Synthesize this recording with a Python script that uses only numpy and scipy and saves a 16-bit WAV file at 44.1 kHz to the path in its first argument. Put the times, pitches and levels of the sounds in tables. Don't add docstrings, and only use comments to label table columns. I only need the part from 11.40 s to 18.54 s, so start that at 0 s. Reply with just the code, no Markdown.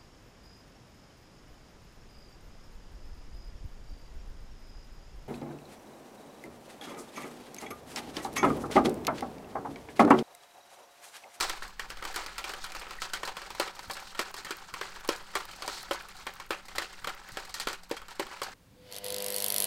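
import sys
import numpy as np
from scipy import signal
from scipy.fft import rfft, irfft, next_fast_len
from scipy.io import wavfile
from scipy.ndimage import uniform_filter1d, map_coordinates

SR = 44100
rng = np.random.default_rng(int(sys.argv[2]) if len(sys.argv) > 2 else 0)


def gain_from_decibels(decibels):
    exponent = np.asarray(decibels, float) / 20
    return 10 ** exponent


def dump_mix(stems):
    frames = np.atleast_2d(stems).T
    limited = np.clip(frames, -1, 1)
    pcm = np.round(limited * 32767).astype(np.int16)
    wavfile.write(sys.argv[1], SR, pcm)


N = 314768

# (time [s], level [dB])
ARM_AIR = [
    (0, -47.5),
    (.7, -44.5),
    (1.15, -51),
    (1.24, -42),
    (1.33, -46),
    (2.4, -54.5),
    (3.7, -53),
    (4.8, -53),
    (6.1, -51),
    (7.14, -58.5),
]
# (frequency [Hz], density [dB per Hz])
AIR_SPECTRUM = [(3, -1), (6, 10), (20, -7.5), (40, -4), (70, -66), (150, -90)]
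# (frequency [Hz], density [dB per Hz])
ROOM_TONE_SPECTRUM = [(30, -6), (60, 1.5), (120, -2.5), (250, -3.5), (400, -25), (1000, -28)]
# (time [s], peak level [dB])
JOLTS = [(1.818, -64), (2.48, -46), (3.045, -48), (3.332, -50), (4.099, -61), (4.49, -54), (4.832, -52),
         (5.091, -44), (5.36, -50), (5.62, -54), (5.92, -47), (6.488, -56)]

# (time [s], level [dB])
SLOSH = [(.06, -41.5), (.34, -53.5), (.65, -55), (1.16, -47.5), (1.6, -49.5), (2.0, -52), (2.58, -48),
         (2.9, -52), (3.5, -46.5), (3.73, -47), (4.4, -48), (4.84, -47.5), (5.05, -60), (5.5, -51),
         (5.75, -56.5), (5.95, -46), (6.57, -60), (7.05, -48.5)]
# (frequency [Hz], density [dB per Hz])
GURGLE_SPECTRUM = [(150, -79), (300, -15.5), (550, -7), (900, 1.5), (1350, 1.5), (2200, -3.5), (3200, -4.5),
                   (5000, -61)]
# (frequency [Hz], density [dB per Hz])
FIZZ_SPECTRUM = [(2500, -13.5), (3600, 0.5), (4400, 3), (6000, -5.5), (8000, -5.5), (10000, -15),
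                 (16000, -19.5)]
FROTH_DB = -4.5

# (frequency [Hz], width [Hz], level [dB])
HOLLOW_MODES = [(350, 84.5, 2), (559.5, 49, 3.5), (760, 32, -6.5)]
# (frequency [Hz], width [Hz], level [dB])
WALL_MODES = [(870, 96, -4.5), (1100, 147, -1), (1380, 136, -2), (1850, 100, -0.5), (2257, 260, -4),
              (3240, 470, -4.5)]
# (frequency [Hz], width [Hz], level [dB])
LID_MODES = [(4090, 780, 2), (4820, 1550, 0), (8090, 2150, -6.5), (13700, 2500, -14.5)]

# (time [s], peak level [dB], bright snap [dB], air pocket frequency [Hz])
SKIDS = [(.001, -24.5, 0, 1400), (6.284, -28.5, -6, 1400), (.742, -29.5, -6, 1610), (.981, -28, -4, 1397),
         (1.241, -29, -6.5, 1380), (1.734, -22.5, -5.5, 1495), (2.748, -34.5, -11, 1380),
         (2.775, -39, -5, 1400), (3.047, -31.5, -4.5, 1790), (5.357, -33, -3.5, 785),
         (6.141, -30.5, 1, 1870), (6.199, -27, -0.5, 1880), (6.501, -40, -13, 1440), (6.567, -39, -4, 1380),
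         (6.707, -40, -6, 956)]
# (time [s], peak level [dB], hollow thump [dB], bright snap [dB], air pocket frequency [Hz])
SLAMS = [(.008, -20.5, -21, 1, 2320), (.395, -22, -45, -6.5, 1850), (.76, -23.5, -20, -1.5, 1370),
         (1.619, -20.5, -33, -9, 1316), (1.832, -21.5, -17, -13.5, 1030), (2.198, -17, -12, -5.5, 873),
         (2.498, -25, -26, -17, 787), (2.792, -16.5, -12.5, -6, 1383), (3.107, -22.5, -16, -7, 1400),
         (3.412, -22, -20, -9.5, 1580), (3.689, -14.5, -15, -8.5, 1010), (3.953, -17, -17, -8.5, 1290),
         (4.2218, -24.5, -19, -9, 1190), (4.278, -22.5, -13, -6, 923), (4.51, -16.5, -14.5, -13, 1387),
         (4.867, -21, -19, -11.5, 1177), (5.106, -15.5, -18.5, -11, 1275), (5.382, -17.5, -20.5, -5, 1870),
         (5.672, -19, -16.5, -11.5, 1435), (5.971, -24.5, -11.5, -9, 1697), (6.271, -18.5, -12, -10, 1380),
         (6.512, -24.5, -5, -6.5, 910), (6.796, -20, -6.5, -7.5, 990), (7.017, -20.5, -19.5, -10, 1070)]
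# (time [s], peak level [dB], bright snap [dB])
RATTLES = [(0.084, -42, -6), (0.222, -29, -11), (.571, -33, -10.5), (.624, -26, -14), (0.675, -33.5, -6),
           (.789, -33, -10), (.829, -34, -20), (.862, -27, -6.5), (1.081, -34, -5), (1.093, -29.5, -7),
           (1.136, -27, -8.5), (1.349, -27.5, -7.5), (1.467, -33, -23), (1.508, -30, -8), (1.553, -37, -12),
           (1.643, -42.5, -2), (2.062, -59, 12), (2.607, -48, -30), (3.608, -38.5, -19), (3.937, -39, -31),
           (3.876, -55, -11), (4.09, -38, -10), (4.956, -59, -14), (5.351, -31, -13), (5.529, -39, -4),
           (5.722, -53, -11), (6.683, -34.5, -6)]
# (time [s], peak level [dB], bright snap [dB], air pocket frequency [Hz])
KNOCKS = [(0.096, -23, -4, 1310), (0.502, -26.5, -6.5, 1350), (.651, -26.5, -4, 1140),
          (1.041, -25, -8, 2400), (1.32, -30, -9, 2350), (1.413, -33.5, -34, 920), (1.875, -24, -7, 1096),
          (1.968, -26, -8.5, 1070), (2.017, -32, -9.5, 1630), (2.104, -30, -6, 990),
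          (2.149, -34.5, -3, 970), (2.242, -35, -23, 1440), (2.276, -28, -11, 1275),
          (2.392, -33.5, -6.5, 1000), (2.568, -30, -10, 1380), (2.941, -29, -2.5, 960),
          (2.965, -36, 0, 980), (3.067, -30, -30, 1300), (3.339, -25, -9.5, 1137), (3.647, -33, -8, 1057),
          (4.374, -38, -10, 1150), (4.688, -41, -3, 1240), (4.999, -29.5, -8.5, 1100),
          (5.283, -34.5, -4.5, 2030), (5.644, -26, -10, 1280), (5.888, -37.5, -14, 1820),
          (6.33, -30.5, -2.5, 1834), (6.617, -38, -29, 1140), (6.866, -33.5, -9, 1150),
          (6.913, -34, -10, 1000)]
# (time [s], peak level [dB])
SNAPS = [(.1281, -34), (0.2296, -24), (0.278, -27), (.497, -26), (0.837, -27), (1.117, -24), (1.233, -74),
         (1.395, -22), (1.6012, -45), (2.136, -82), (2.3518, -27), (2.4294, -26), (2.6, -23), (2.689, -47),
         (3.0335, -40), (3.76, -21.5), (4.112, -24), (4.16, -27), (4.2615, -23), (4.7663, -28),
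         (5.2545, -28), (5.9184, -25.5), (6.0496, -26), (6.0721, -35), (6.094, -25), (6.433, -27),
         (6.754, -31)]
# (time [s], peak level [dB])
REBOUNDS = [(.4194, -32), (.6374, -24), (1.361, -30), (1.8517, -15), (2.5106, -14), (2.534, -16),
            (2.8134, -16), (4.5311, -15.5), (5.692, -21), (5.9988, -28), (6.351, -34), (7.0316, -11)]
SLAM_T60_S, KNOCK_T60_S, SKID_T60_S, RATTLE_T60_S = 0.065, 0.07, 0.16, 0.06
KNOCK_THUMP_DB, SKID_THUMP_DB, RATTLE_THUMP_DB = -24, -31.5, -19.5
SWIRL_POCKET_HZ = 1320

# (time [s], peak level [dB])
TICKS = [(0.7292, -38), (0.9687, -49), (1.0544, -60), (1.265, -33), (1.484, -50), (1.5529, -45),
         (2.1041, -38), (2.357, -42), (2.9138, -36), (3.1694, -32), (3.3494, -37), (3.6082, -38),
         (3.6774, -24), (3.8731, -50), (3.9883, -31), (4.0537, -28), (4.3745, -39), (4.4303, -28),
         (4.6229, -39), (4.6862, -32), (4.7014, -37), (4.9382, -32), (4.9551, -38), (5.0644, -40),
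         (5.1294, -29), (5.4194, -33), (5.7488, -32), (5.8885, -34), (6.4961, -33), (6.6179, -34.5)]
WIRE_UNDER_SNAP_DB, WIRE_T60_S, WIRE_FROM_HZ = -17.5, 0.0064, 5100
TICK_GAIN_DB = -5
STRAY_PER_S, STRAY_DB, STRAY_SPREAD_DB = 31, -3.5, 1

# (time [s], length [s], level [dB])
SPRAYS = [
    (4.285, 0.15, -49),
    (1.6, 0.067, -49),
    (1.2, 0.057, -55),
    (2.64, 0.089, -58),
]
# (time [s], level [dB], first frequency [Hz], last frequency [Hz], length [s])
GLUGS = [
    (3.7, -46, 620, 450, .07),
    (1.585, -37, 1900, 1900, 0.0089),
    (4.11, -45, 3100, 3050, 0.0097),
    (2.1, -50, 2700, 2400, 0.017),
    (6.567, -47, 3200, 3270, 0.018),
    (3.3, -49, 1560, 950, .02),
]
# (frequency [Hz], t60 [s])
ROOM_DECAY = [(200, 0.17), (1500, 0.3), (10000, 0.12)]
# (frequency [Hz], gain [dB])
TREBLE_LIMIT = [(15000, 0), (15850, -2), (16050, -34), (16750, -40), (16900, -90)]


def unit(x):
    return x / np.sqrt(np.mean(x ** 2) + 1e-20)


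def along(points, hz):
    f, v = np.transpose(points)
    return np.interp(np.log(hz + 1), np.log(f + 1), v)


def curves(rows):
    s, *cols = np.transpose(rows)
    return [np.interp(np.arange(N) / SR, s, c) for c in cols]


def wobble(rate):
    knots = rng.standard_normal(int(N * rate / SR) + 4)
    return map_coordinates(knots, [np.arange(N) * rate / SR])


def filtered(x, response):
    m = next_fast_len(N + SR // 2)
    return irfft(rfft(x, m) * response(np.fft.rfftfreq(m, 1 / SR)), m)[..., :N]


def resonances(modes):
    def response(f):
        total = 0
        for k, (centre, width, db) in enumerate(modes):
            damping = 1j * f * width
            total = total + (-1) ** k * gain_from_decibels(db) * damping / (centre ** 2 - f ** 2 + damping)
        return total
    return response


def hiss(spectrum):
    return unit(filtered(rng.standard_normal(N), lambda hz: gain_from_decibels(along(spectrum, hz))))


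def wash(hits, level_db, t60):
    kicks = np.zeros(N)
    for s, db in hits:
        kicks[round(s * SR)] = gain_from_decibels(db + level_db)
    return signal.lfilter([1], [1, -gain_from_decibels(-60 / (t60 * SR))], kicks)


def background():
    hum_hz = 183 + 1.49 * wobble(20)
    hum = gain_from_decibels(-67.5 + 0.62 * wobble(14)) * np.sin(2 * np.pi * np.cumsum(hum_hz) / SR)
    jolts = uniform_filter1d(wash(JOLTS, level_db=-4, t60=0.11), size=300)
    tone = (gain_from_decibels(-65 + 2.2 * wobble(12.0)) + jolts) * hiss(ROOM_TONE_SPECTRUM)
    air = gain_from_decibels(curves(ARM_AIR)[0]) * hiss(AIR_SPECTRUM)
    return air + tone + hum


def bubbles(per_s, hz, octaves, cycles, spread_db):
    when, a, b, bulk = rng.random((int(per_s * N / SR), 4)).T[..., None]
    step = np.arange(200)
    turns = hz * 2 ** (octaves * (a + b - 1)) * step / SR
    fade = np.exp(-turns / cycles) * (1 - np.exp(-turns / 0.78))
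    tone = np.sin(2 * np.pi * turns * (1 + 0.026 * turns)) * fade
    at = (when * N).astype(int) + step
    sizes = gain_from_decibels(spread_db * bulk ** 2)
    return unit(np.bincount(at.ravel(), (sizes * tone).ravel(), minlength=N)[:N])


def slosh():
    gurgle_db, = curves(SLOSH)
    fizz_db = gurgle_db + FROTH_DB
    surge = 1.48 * np.clip(wobble(30), -3, 1.2) + 2.42 * np.clip(wobble(90), -3, 1.5)
    blow_levels = [(s, db) for s, db, *_ in contacts()]
    snap_levels = [(s, db + snap_db) for s, db, _, snap_db, *_ in contacts()]
    dull = wash(blow_levels, level_db=-22.5, t60=0.28)
    bright = wash(snap_levels, level_db=-19.5, t60=0.28)
    gurgle = hiss(GURGLE_SPECTRUM)
    gurgle = gurgle + 1.03 * bubbles(per_s=300, hz=1400, octaves=1.153, cycles=3.4, spread_db=9)
    gurgle = gurgle * gain_from_decibels(surge + 0.35 * wobble(40)) * (gain_from_decibels(gurgle_db - 9.5) + dull)
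    fizz = hiss(FIZZ_SPECTRUM)
    fizz = fizz + 0.6 * bubbles(per_s=400, hz=4890, octaves=1.105, cycles=2.6, spread_db=11)
    spray = sprays() * fizz
    fizz = fizz * gain_from_decibels(surge + 0.63 * wobble(50)) * (gain_from_decibels(fizz_db - 6.0) + bright) + spray
    in_hollow = 2.27 * filtered(gurgle, resonances(HOLLOW_MODES))
    in_wall = 0.2 * filtered(gurgle, resonances(WALL_MODES))
    return gurgle + in_hollow + in_wall + fizz


def contacts():
    slams = [(*row, SLAM_T60_S) for row in SLAMS]
    knocks = [(s, db, KNOCK_THUMP_DB, snap_db, hz, KNOCK_T60_S) for s, db, snap_db, hz in KNOCKS]
    skids = [(s, db, SKID_THUMP_DB, snap_db, hz, SKID_T60_S) for s, db, snap_db, hz in SKIDS]
    rattles = [(s, db, RATTLE_THUMP_DB, snap_db, SWIRL_POCKET_HZ, RATTLE_T60_S)
               for s, db, snap_db in RATTLES]
    return slams + knocks + skids + rattles


def chatter(t, t60, crack):
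    lumps = gain_from_decibels(3.5 * np.repeat(rng.standard_normal(len(t) // 40 + 1), 40)[:len(t)])
    fade = gain_from_decibels(-60 * t / np.clip(t60, .004, 1)) * lumps + crack * gain_from_decibels(-60 * t / 0.008)
    return fade * (1 - np.exp(-t / .00015)) * rng.standard_normal(len(t))


def blows():
    size = SR // 10
    t = np.arange(size) / SR
    thump, wall, lid, pocket = np.zeros((4, N + size))
    for s, db, thump_db, snap_db, hz, t60 in contacts():
        start = round(s * SR)
        at = slice(start, start + size)
        wall[at] += gain_from_decibels(db + 1) * chatter(t, t60, crack=0.59)
        lid[at] += gain_from_decibels(db + snap_db + 4.5) * chatter(t, 0.51 * t60, crack=0.62)
        thump[at] += gain_from_decibels(db + thump_db + 15.5) * chatter(t, 1.11 * t60, crack=0.36)
        thump[start] -= gain_from_decibels(db + thump_db + 41.5)
        flutter = np.cumsum(0.11 * rng.standard_normal(size))
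        ring = np.sin(2 * np.pi * hz * t + flutter)
        pocket[at] += gain_from_decibels(db - 7 - 90 * t / t60) * (1 - np.exp(-t / 0.00031)) * ring
    for s, db in REBOUNDS + SNAPS:
        lid[round(s * SR):][:size] += gain_from_decibels(db - 12) * chatter(t, 0.068, crack=0.48)
    hollow = resonances(HOLLOW_MODES)
    thump = filtered(thump[:N], lambda f: hollow(f) * 1j * f / (110 + 1j * f))
    wall = filtered(wall[:N], resonances(WALL_MODES))
    lid = filtered(lid[:N], resonances(LID_MODES))
    return thump + wall + lid + pocket[:N]


def wire():
    when, luck = rng.random((int(STRAY_PER_S * N / SR), 2)).T
    slosh_db = curves(SLOSH)[0][(when * N).astype(int)]
    stray_db = slosh_db + STRAY_DB - STRAY_SPREAD_DB * np.log(luck + 0.037)
    touches = [(s, db + snap_db + WIRE_UNDER_SNAP_DB) for s, db, _, snap_db, *_ in contacts()]
    touches += [(s, db + TICK_GAIN_DB) for s, db in TICKS]
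    touches += list(zip(when * N / SR, stray_db))
    t = np.arange(SR // 50) / SR
    out = np.zeros(N + len(t))
    for s, db in touches:
        out[round(s * SR):][:len(t)] += gain_from_decibels(db - 60 * t / WIRE_T60_S) * rng.standard_normal(len(t))
    return filtered(out[:N], lambda f: 1j * f / (WIRE_FROM_HZ + 1j * f))


def room(x):
    hz, t, z = signal.stft(rng.standard_normal(SR // 2), SR, nperseg=256)
    decay = gain_from_decibels(-60 * t / along(ROOM_DECAY, hz)[:, None])
    tail = signal.istft(z * decay, SR, nperseg=256)[1]
    delayed = np.pad(x, (200, 0))
    return signal.fftconvolve(delayed, tail / np.linalg.norm(tail))[:N]


def sprays():
    t = np.arange(N) / SR
    level = np.zeros(N)
    for s, length, db in SPRAYS:
        arch = np.sin(np.pi * np.clip((t - s) / length, 0, 1)) ** .5
        level += gain_from_decibels(db) * arch * (t < s + length)
    return level


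def glugs():
    out = np.zeros(N)
    for s, db, from_hz, to_hz, length in GLUGS:
        u = np.linspace(0, 1, int(length * SR))
        turns = np.cumsum(from_hz + (to_hz - from_hz) * u) / SR
        out[round(s * SR):][:len(u)] = gain_from_decibels(db) * np.sin(np.pi * u) * np.sin(2 * np.pi * turns)
    return out


def scene():
    bottle = blows() + slosh() + glugs() + wire()
    return (bottle + gain_from_decibels(-14.5) * room(bottle) + background())[None]


def roll_off(x):
    return signal.sosfilt(signal.butter(12, 16820, fs=SR, output="sos"), x)


def record(dry):
    mix = filtered(dry, lambda hz: gain_from_decibels(along(TREBLE_LIMIT, hz)))
    return roll_off(mix)


dry = scene()
out = record(dry)
dump_mix(out)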